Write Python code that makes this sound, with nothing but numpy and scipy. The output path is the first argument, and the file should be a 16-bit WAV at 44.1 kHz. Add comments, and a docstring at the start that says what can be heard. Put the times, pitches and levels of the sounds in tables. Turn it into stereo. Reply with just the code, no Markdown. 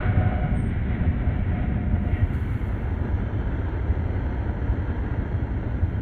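"""The boot of a car: on its mat a small electric kettle nears the boil, and collapsing vapour bubbles
make a dense, dull simmer: random pulses coloured by lid and base, ringing the steel and the jug's hollow.
The microphone looks down on the lid, then sinks beside the base with a soft rustle of filtered noise.
A rumble and boom of shaped noise fill the cabin, with swelling sine thumps.
A thin high squeak of unsteady sines sounds once."""
import sys
import numpy as np
from scipy import signal
from scipy.fft import rfft, irfft, next_fast_len
from scipy.io import wavfile
from scipy.ndimage import uniform_filter1d, map_coordinates

SR = 44100
rng = np.random.default_rng(int(sys.argv[2]) if len(sys.argv) > 2 else 0)


def pcm_store(signal):
    """Save signal as 16-bit PCM."""
    levels = np.round(np.clip(np.atleast_2d(signal), -1, 1) * 32767)
    wavfile.write(sys.argv[1], SR, levels.astype(np.int16).T)


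N = 265437


# simmer level over the lid, before its trim: start_s, level_db
SIMMER = [(0, -38.5), (0.3, -41.5), (0.55, -43.5), (0.78, -46.5), (0.95, -42.5), (1.42, -45), (1.62, -43.5),
          (1.84, -46.5), (2.0, -47), (2.18, -44.5), (2.45, -44)]
# gentle swells of the boil: middle_s, lift_db
SURGES = [(3.2, 0.3), (4.12, 1), (4.95, 1)]
SURGE_S = 0.19  # bell half width
LID_DB = 4.5  # trim on the simmer level
BASE_DB = (-56, -36.5)  # (over the lid, beside the base)


def kettle():
    """The collapses reach the air through lid, base and wall, and ring the hollow over the water."""
    lid = lid_simmer()
    base = base_simmer()
    drive = collapses(per_second=10000, spread_db=0.0, surge_db=3.5, lead_ms=0.2)
    base += plate()
    simmer_db, = curves(SIMMER)
    over_lid = moved(simmer_db + LID_DB, base_db=-64) * lid
    beside_base = moved(*BASE_DB) * base
    simmer = over_lid + beside_base + wall(simmer_db)
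    ridges = boot_ridges(simmer)
    whole = simmer + amp(-7.5) * ridges + hollow(drive)
    return amp(swells(SURGES, SURGE_S)) * shaded(whole)


# simmer colour over the lid, relative levels: pitch_hz, left_db, right_db
LID = [(218, -39, -37.5), (387, -0.5, 0), (423, -11, -16), (685, -9.5, -8), (890, -9, -9),
       (1120, -18, -15.5), (1530, -19.5, -8), (2040, -23, -11), (2320, -23, -11.5), (2480, -31.5, -20.5),
       (3320, -35, -25.5), (4076, -40, -35.5), (4800, -57.5, -62.5), (8000, -90, -89.5)]


def lid_simmer():
    """Dense collapses of nearly even spread, coloured by the lid."""
    return coloured(collapses(per_second=12000, spread_db=0.5, surge_db=1.03, lead_ms=0.37), LID)


# simmer colour beside the base, relative levels: pitch_hz, left_db, right_db
BASE = [(179, -25.5, -21), (262, 2.5, 2), (473, -8.5, -5), (730, -11, -10.5), (960, -13.5, -7.5),
        (1100, -25, -17.5), (1370, -21.5, -10.5), (1580, -24, -11), (2140, -32, -16.5),
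        (2580, -43.5, -28.5), (2650, -42, -23.5), (3700, -50.5, -33.5), (4316, -42, -35.5),
        (4800, -62.5, -65.5), (8000, -86, -95)]


def base_simmer():
    """Sparser, more uneven collapses, coloured by the base."""
    return coloured(collapses(per_second=6000, spread_db=2, surge_db=0.53, lead_ms=0.15), BASE)


# modes of the heated bottom, relative levels: pitch_hz, width_hz, level_db
PLATE = [(378, 5.9, -3), (594, 14, -2), (693.5, 7.4, 0), (910, 97, -8), (3150, 150, -21.5)]


def plate():
    """The heated bottom rings in its modes under the collapses, heard beside the base."""
    return amp(-13.5) * steel(PLATE) * pan(-7.5)


# standing waves over the water, at 2, 3, 4 times the column's pitch: width_hz, level_db
HOLLOW = [(28, 0.5), (19, 0), (34, -12)]
# lid modes ringing with the hollow, relative levels: pitch_hz, width_hz, level_db
LID_MODES = [(510, 52, -2.5), (612.5, 45, 6), (1005, 36, -5.5), (1290, 84, -5.5)]
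# pitch of the air column, sagging a little: start_s, pitch_hz
COLUMN = [(0.45, 726), (1.0, 717.5), (2.2, 710.4)]
# level of the hollow's ring, before its trims: start_s, level_db
RINGING = [(0, -42.5), (0.2, -38), (0.47, -38), (0.59, -48.5), (0.8, -55), (1.02, -45.5), (1.16, -51.5),
           (1.28, -44), (1.43, -51.5), (1.6, -44), (1.8, -48), (1.98, -44.5), (2.18, -47), (2.42, -53.5),
           (3.9, -50), (4.45, -35), (5.1, -49)]
# its overtones beam towards the right port: pitch_hz, left_db, right_db
HOLLOW_PORTS = [(694, -0.5, 2), (1500, -5.5, 2.5), (3000, -8.5, 2)]
COLUMN_HZ = 723.5  # reference pitch, before the sag
HUM_WIDTH_HZ, HUM_DB, OVERTONES_DB = 13, -5, -3.5  # narrow fundamental; its level, the other modes' level
HOLLOW_DB, HOLLOW_SHADE_DB = 4.5, -13.5  # trims of the ring: above and below the rim
RIM_S, RIM_TAKES_S = 2.34, 0.25  # the microphone passes the rim of the jug: middle and length of the move


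def hollow(drive):
    """The air over the water hums with the collapses; its pitch sags and the rim hides it from below."""
    fundamental = steadied(ringing(drive, [(COLUMN_HZ, HUM_WIDTH_HZ, 0)]), size=SR // 10)
    overtones = [((k + 2) * COLUMN_HZ, width, db) for k, (width, db) in enumerate(HOLLOW)]
    others = steadied(ringing(drive, overtones + list(LID_MODES)), size=SR // 8)
    hum = amp(HUM_DB) * fundamental + amp(OVERTONES_DB) * others
    hum = bent(hum, curves(COLUMN)[0] / COLUMN_HZ)
    gain = amp(curves(RINGING)) * moved(HOLLOW_DB, HOLLOW_SHADE_DB, RIM_S, RIM_TAKES_S)
    return gain * filtered(hum, lambda hz: amp(along(HOLLOW_PORTS, hz)))


# lower resonances of the steel wall, relative levels: pitch_hz, width_hz, level_db
WALL = [(1424, 210, 2.5), (1570, 330, -10)]
# upper resonances of the wall, relative levels: pitch_hz, width_hz, level_db
UPPER_WALL = [(1932, 40, 1), (2128, 25, -0.5), (2280, 150, -10), (2690, 200, -15.5)]
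# the wall as it rings low down, near the base, relative levels: pitch_hz, width_hz, level_db
BASE_WALL = [(1250, 100, -4), (1500, 260, 0.5), (1625, 220, 0), (1914, 170, -4)]
# the upper resonances flare as the microphone passes through their beams: middle_s, lift_db
FLARES = [(.98, 5), (1.622, 8), (2.16, 11.5)]
# the lower ones flare likewise: middle_s, lift_db
LOWER_FLARES = [(.03, 6), (.27, 3.5)]
FLARE_S = 0.096  # bell half width of a flare
FLARE_FALL = .014  # steepness of the pitch slide: share of the pitch per FLARE_S, mid flare
LOWER_WALL_GROWS = 1.7  # dB for each dB of the simmer
# (over the lid, beside the base), before flares and pan; the lower wall's first also follows the simmer
LOWER_WALL_DB, UPPER_WALL_DB, BASE_WALL_DB = (-55.5, -67), (-57, -69), (-72.5, -53)


def wall(simmer_db):
    """The wall's resonances come and go as the microphone passes them."""
    t = np.arange(N) / SR
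    growth_db = LOWER_WALL_GROWS * (simmer_db - np.median(simmer_db))
    lower_db = LOWER_WALL_DB[0] + growth_db + swells(LOWER_FLARES, FLARE_S)
    # the upper pitch starts high and slides down through each flare
    fall = sum(FLARE_FALL * (s - t) / FLARE_S * swells([(s, 1)], 2 * FLARE_S) for s, _ in FLARES)
    upper = moved(*UPPER_WALL_DB) * amp(swells(FLARES, FLARE_S)) * steel(UPPER_WALL, fall)
    lower = moved(lower_db, LOWER_WALL_DB[1]) * steel(WALL)
    near_base = moved(*BASE_WALL_DB) * steel(BASE_WALL)
    return (lower + upper + near_base) * pan(-15.5)


STEEL_TOP_HZ = 4200  # the plastic jacket muffles the steel above this
WALL_DRIFT, WALL_DRIFT_PER_S = .008, 7  # random detuning: share of the pitch, changes a second


def steel(modes, slide=0):
    """Collapses ring the steel in restless spurts while sloshing water detunes it."""
    drive = collapses(per_second=5000, spread_db=1.5, surge_db=0.9, lead_ms=0.21)
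    ring = filtered(ringing(drive, modes), lambda hz: 1 / (1 + (hz / STEEL_TOP_HZ) ** 20))
    return bent(ring, 1 + slide + WALL_DRIFT * wobble(WALL_DRIFT_PER_S))


def collapses(per_second, spread_db, surge_db, lead_ms):
    """Bubble collapses: sharp pulses of scattered size that come in small surges."""
    happens = rng.random((2, N)) < per_second / SR
    sizes = noise() * amp(spread_db * noise())
    pulses = happens * sizes * amp(surge_db * wobble(18))
    return ports(pulses, lead_ms)


BOOT_T60_S = .1


def boot_ridges(simmer):
    """The close walls of the boot comb the upper simmer into fine, slowly shifting ridges."""
    reflections = shifting_echo(simmer, BOOT_T60_S, count=18)
    return filtered(reflections, lambda hz: hz ** 2 / (hz ** 2 + 1500 ** 2))  # thins out below 1500 Hz


# the low middle thins out as the microphone passes the side of the jug
SHADE_S, SHADE_HALF_S, SHADE_DB = 2.45, 0.18, -6.5  # middle, bell half width, depth
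SHADE_HZ, SHADE_OCTAVES = 594, 0.61  # centre and half width of that dip


def shaded(x):
    """The low middle dips on the way from the lid to the base."""
    band = filtered(x, lambda hz: np.exp(-(np.log2((hz + 1) / SHADE_HZ) / SHADE_OCTAVES) ** 2))
    dip = amp(swells([(SHADE_S, SHADE_DB)], SHADE_HALF_S))
    return x + (dip - 1) * band


# spectrum of the tiny bubbles, relative: pitch_hz, level_db (per Hz)
FIZZ = [(3500, -43.5), (4900, -15.5), (5500, -4), (6150, 1), (6800, -8.5), (7600, -6.5), (8500, -17.5),
        (12000, -16), (15500, -20.5)]
FIZZ_DB = (-83, -77.5)  # (over the lid, beside the base), before echo and pan


def fizz():
    """The smallest bubbles tick faintly, clearer close to the base."""
    ticks = coloured(collapses(per_second=3000, spread_db=1.0, surge_db=0.7, lead_ms=.2), FIZZ)
    with_echo = ticks + amp(-2.0) * echo(ticks, t60=0.067)
    return moved(*FIZZ_DB) * with_echo * pan(2.5)


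# a bigger bubble in the jug, before the pan: start_s, pitch_hz, peak_db, rise_s
BUBBLES = [(1.965, 840, -33.5, .0011)]


def big_bubble():
    """A bigger bubble rings as a short sine that swells and dies."""
    return bumps(BUBBLES) * pan(-1.0)


# slides of the hand, levels before pressure and pan: start_s, rise_s, hold_s, level_db
SLIDES = [(1.109, 0.096, .05, -83), (1.879, .24, .22, -72.5), (2.322, 0.013, .23, -66.5),
          (5.596, 0.28, .1, -80)]
# the hand presses harder for a moment: middle_s, lift_db
TOUCHES = [(2.343, 5), (2.53, 1.5), (2.68, 2.5)]
# spectrum of the rub, relative: pitch_hz, level_db (per Hz)
RUB = [(1500, -14.5), (2600, 4.5), (4300, 5.5), (5200, -10), (6100, -1), (7600, 0.5), (8500, -3.5),
       (10600, 1.5), (12700, 2), (15500, -7.5)]
TOUCH_S = .02  # bell half width of a touch
SLIDE_FADE_DB_PER_S = 28  # each slide dies away as the hand comes to rest


def rustle():
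    """A hand slides softly near the left port: rubbing noise under stroke and pressure envelopes."""
    t = np.arange(N) / SR
    strokes = []
    for s, rise, hold, db in SLIDES:
        fade_db = SLIDE_FADE_DB_PER_S * np.maximum(t - s - rise - hold, 0)
        strokes.append(np.clip((t - s) / rise, 0, 1) * amp(db - fade_db))
    pressure_db = swells(TOUCHES, TOUCH_S) + 0.9 * wobble(60)
    return np.max(strokes, axis=0) * amp(pressure_db) * coloured(noise(), RUB) * pan(10.0)


# tones of the squeak, before echo and pan: start_s, pitch_hz (centre), level_db, length_s
SQUEAKS = [(0.538, 8520, -64.5, 0.094), (0.552, 8470, -63, 0.066), (0.536, 8880, -67, .09),
           (0.575, 8920, -66.5, .06), (0.592, 9570, -73.5, 0.068), (0.64, 8580, -66.5, .05),
           (0.67, 9700, -78, 0.037)]


def squeak():
    """A few thin, unsteady high tones with a short echo."""
    t = np.arange(N) / SR
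    tones = np.zeros((1, N))
    for s, hz, db, length in SQUEAKS:
        swell = np.sin(np.pi * np.clip((t - s) / length, 0, 1))
        pitch = hz * (1 + 0.012 * wobble(280))
        tones += amp(db) * swell * np.sin(2 * np.pi * np.cumsum(pitch) / SR)
    return (tones + amp(1.5) * echo(tones, t60=0.25)) * pan(8.7)


# spectrum of the rumble, relative: pitch_hz, level_db (per Hz)
RUMBLE = [(10, -41.5), (20, -16.5), (30, -7), (48, -1), (65, 1), (90, 0.2), (112, -0.73), (135, -14),
          (170, -22.5), (400, -38), (1000, -100)]
# spectrum of the boom, relative: pitch_hz, level_db (per Hz)
BOOM = [(80, -35), (122, 1.5), (145, -4), (180, 0), (220, -1.5), (260, -6), (330, -14.5), (500, -23),
        (1500, -97.5)]
# the boom swells and sags: middle_s, lift_db
BOOM_SWELLS = [(.27, 2), (.58, 2.5), (.69, 3.5), (.78, -4.5), (1.05, 3), (3.06, 1.5), (3.78, -4)]
BOOM_SWELL_S = .06  # bell half width of a swell
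RUMBLE_DB, RUMBLE_DB_PER_S, RUMBLE_WANDER_DB = -25, -0.29, -0.5  # start level, slow ebb, random unrest
BOOM_DB = (-30, -36)  # (over the lid, beside the base), before the swells
BOOM_S, BOOM_TAKES_S = 2.31, 1.4  # the boom thins out on the way down: middle and length


def cabin():
    """A deep, throbbing rumble fills the car; its upper boom is stronger away from the mat."""
    t = np.arange(N) / SR
    # long waves reach both ports nearly alike
    drone = coloured(rng.standard_normal(N) + amp(-21.0) * noise(), RUMBLE)
    # the drone comes in quick lumps and gaps but keeps its strength from one throb to the next
    drone = steadied(drone * amp(RUMBLE_WANDER_DB * wobble(28)), size=SR // 8)
    boom = coloured(ports(noise(), lead_ms=0.035), BOOM) * amp(swells(BOOM_SWELLS, BOOM_SWELL_S))
    rumble = amp(RUMBLE_DB + RUMBLE_DB_PER_S * t) * drone
    return rumble + moved(*BOOM_DB, BOOM_S, BOOM_TAKES_S) * boom


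# the strongest low thumps in the rumble: start_s, pitch_hz, peak_db, rise_s
BUMPS = [(.04, 97, -17.5, 0.01), (.092, 94.6, -13.5, .008), (.171, 91.3, -10.5, 0.0076),
         (.253, 102.4, -16, 0.01), (.44, 153, -18, 0.011), (.556, 80, -17, .008), (1.055, 86.5, -19, 0.026),
         (1.263, 70, -16.5, 0.0089), (1.414, 83, -18.5, 0.0096), (1.474, 98, -20, 0.0099),
         (1.932, 91, -13, 0.0083), (2.125, 96.5, -14, 0.0072), (2.225, 79.2, -11.5, 0.007),
         (2.682, 89, -20, 0.0074), (2.785, 83, -18.5, 0.0054), (3.128, 69.4, -14, 0.008),
         (3.894, 72, -17, 0.0097), (4.012, 88, -21.5, 0.012), (4.144, 91.3, -17, 0.01),
         (4.69, 66.7, -17, .01), (5.331, 88, -13.5, 0.0081), (5.82, 81.5, -15, 0.008)]


def thumps():
    """Low thumps stand out of the rumble as brief swelling sines, equal in both ports."""
    return bumps(BUMPS)


def hiss():
    """The microphone's own hiss: faint white noise."""
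    return amp(-85.0) * noise() * pan(3.8)


def bumps(rows):
    """Each low thump or big bubble is a few cycles that swell and die."""
    out = np.zeros(N)
    for s, hz, db, rise in rows:
        age = np.maximum(np.arange(N) / SR - s, 0)
        envelope = age / rise * np.exp(1 - age / rise)
        out += amp(db) * envelope * np.sin(2 * np.pi * hz * age)
    return out


SINK_S, SINK_TAKES_S = 2.39, 1.58  # the microphone sinks from lid to base: middle and length of the move


def moved(lid_db, base_db, middle=SINK_S, takes=SINK_TAKES_S):
    """Gain of a sound as the microphone glides from over the lid to beside the base."""
    way = np.clip((np.arange(N) / SR - middle) / takes + .5, 0, 1)
    low = np.sin(np.pi / 2 * way) ** 2
    return np.sqrt((1 - low) * amp(lid_db) ** 2 + low * amp(base_db) ** 2)


RETREAT_S, RETREAT_DB_PER_S = 5.13, -2.5  # the microphone backs away from the base


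def retreat():
    """The kettle fades a little as the microphone backs away."""
    return amp(RETREAT_DB_PER_S * np.maximum(np.arange(N) / SR - RETREAT_S, 0))


# how much the two ports share: pitch_hz, likeness (0 to 1)
ALIKE = [(100, 0.8), (200, 0.92), (350, 0.88), (620, 1), (900, 0.83), (1100, 0.31), (1400, 0.29),
         (1900, 0.77), (2400, 0.27), (3100, 0.64), (4500, 0.11), (8000, 0.092)]


def ports(pair, lead_ms):
    """Two microphone ports: mostly alike below about 1 kHz, less alike in the treble, the left earlier."""
    m = next_fast_len(N + SR // 2)
    hz = np.fft.rfftfreq(m, 1 / SR)
    turn = np.arccos(np.clip(along(ALIKE, hz)[0], -.998, .998)) / 2
    mid, side = rfft(pair, m) * np.array([np.cos(turn), np.sin(turn)])
    lead = np.exp(1j * np.pi * hz * lead_ms / 1000)  # half the lead on each port
    return irfft(np.array([(mid + side) * lead, (mid - side) / lead]), m)[:, :N]


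def pan(left_db):
    """Left and right gains for a level difference."""
    return amp([[left_db / 2], [-left_db / 2]])


def echo(x, t60):
    """A diffuse tail of fading noise for each port, the left one of unit energy."""
    age = np.arange(SR // 2) / SR
    tail = rng.standard_normal((2, len(age))) * amp(-60 * age / t60)
    return signal.fftconvolve(x, tail / np.linalg.norm(tail[0]), axes=1)[:, :N]


def shifting_echo(x, t60, count):
    """An echo whose fine pattern changes count times as the microphone drifts."""
    hop = N // count
    out = np.zeros((2, N + SR))
    for k in range(count + 1):
        start, end = max((k - 1) * hop, 0), min((k + 1) * hop, N)
        window = np.cos(np.pi / 2 * (np.arange(start, end) / hop - k))
        part = echo(x[:, start:end] * window, t60)
        out[:, start:start + part.shape[1]] += part
    return out[:, :N]


def resonance(f, centre, width):
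    """Response of one resonance, unity at its centre, with steepened skirts."""
    peak = 1j * f * width / (centre ** 2 - f ** 2 + 1j * f * width)
    return peak / (1 + ((f - centre) / (5 * width)) ** 2)


def ringing(x, modes):
    """x through a set of resonances, at rms 1."""
    return unit(filtered(x, lambda f: sum(amp(db) * resonance(f, hz, width) for hz, width, db in modes)))


def bent(x, ratio):
    """x with its pitch multiplied by a curve that stays near 1."""
    clock = np.cumsum(ratio)
    return np.array([map_coordinates(port, [clock], mode="mirror") for port in x])


def steadied(x, size):
    """x at an even strength, keeping only flutter quicker than size samples."""
    power = uniform_filter1d(np.mean(x ** 2, axis=0), size=size)
    return x / np.sqrt(abs(power) + 1e-6)


def swells(rows, half_s):
    """Bell-shaped lifts in dB, one for each (s, dB) row; half_s from the middle they are down to 1/e."""
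    t = np.arange(N) / SR
    return sum(db * np.exp(-((t - s) / half_s) ** 2) for s, db in rows)


def wobble(rate):
    """A smooth random curve, rate knots a second."""
    return map_coordinates(rng.standard_normal(int(N * rate / SR) + 4), [np.arange(N) * rate / SR])


def noise():
    """Two unrelated white noises."""
    return rng.standard_normal((2, N))


def coloured(x, spectrum):
    """x shaped by a spectrum, at rms 1."""
    return unit(filtered(x, lambda hz: amp(along(spectrum, hz))))


def filtered(x, response):
    """x times a complex response of frequency."""
    m = next_fast_len(N + SR // 2)
    return irfft(rfft(x, m) * response(np.fft.rfftfreq(m, 1 / SR)), m)[..., :N]


def along(points, hz):
    """Each column of (Hz, value, ..) rows, read on a log axis."""
    f, *cols = np.transpose(points)
    return np.array([np.interp(np.log(hz + 1), np.log(f + 1), c) for c in cols])


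def curves(rows):
    """One value per sample for each column after the time."""
    s, *cols = np.transpose(rows)
    return np.array([np.interp(np.arange(N) / SR, s, c) for c in cols])


def amp(db):
    """Decibels to gain."""
    return 10 ** (np.asarray(db) / 20)


def unit(x):
    """Scale to rms 1."""
    return x / np.sqrt(np.mean(x ** 2) + 1e-20)


def scene():
    """Kettle, small sounds and cabin over the microphone's own hiss."""
    boiling = retreat() * (kettle() + fizz()) + big_bubble()
    handling = rustle() + squeak()
    return boiling + handling + cabin() + thumps() + hiss()


TOP_HZ = 15720  # band limit


def record(dry):
    """The recorder opens and closes softly and keeps nothing above its band limit."""
    gate = signal.windows.tukey(N, .003)
    return filtered(dry * gate, lambda hz: hz < TOP_HZ)


dry = scene()
out = record(dry)
pcm_store(out)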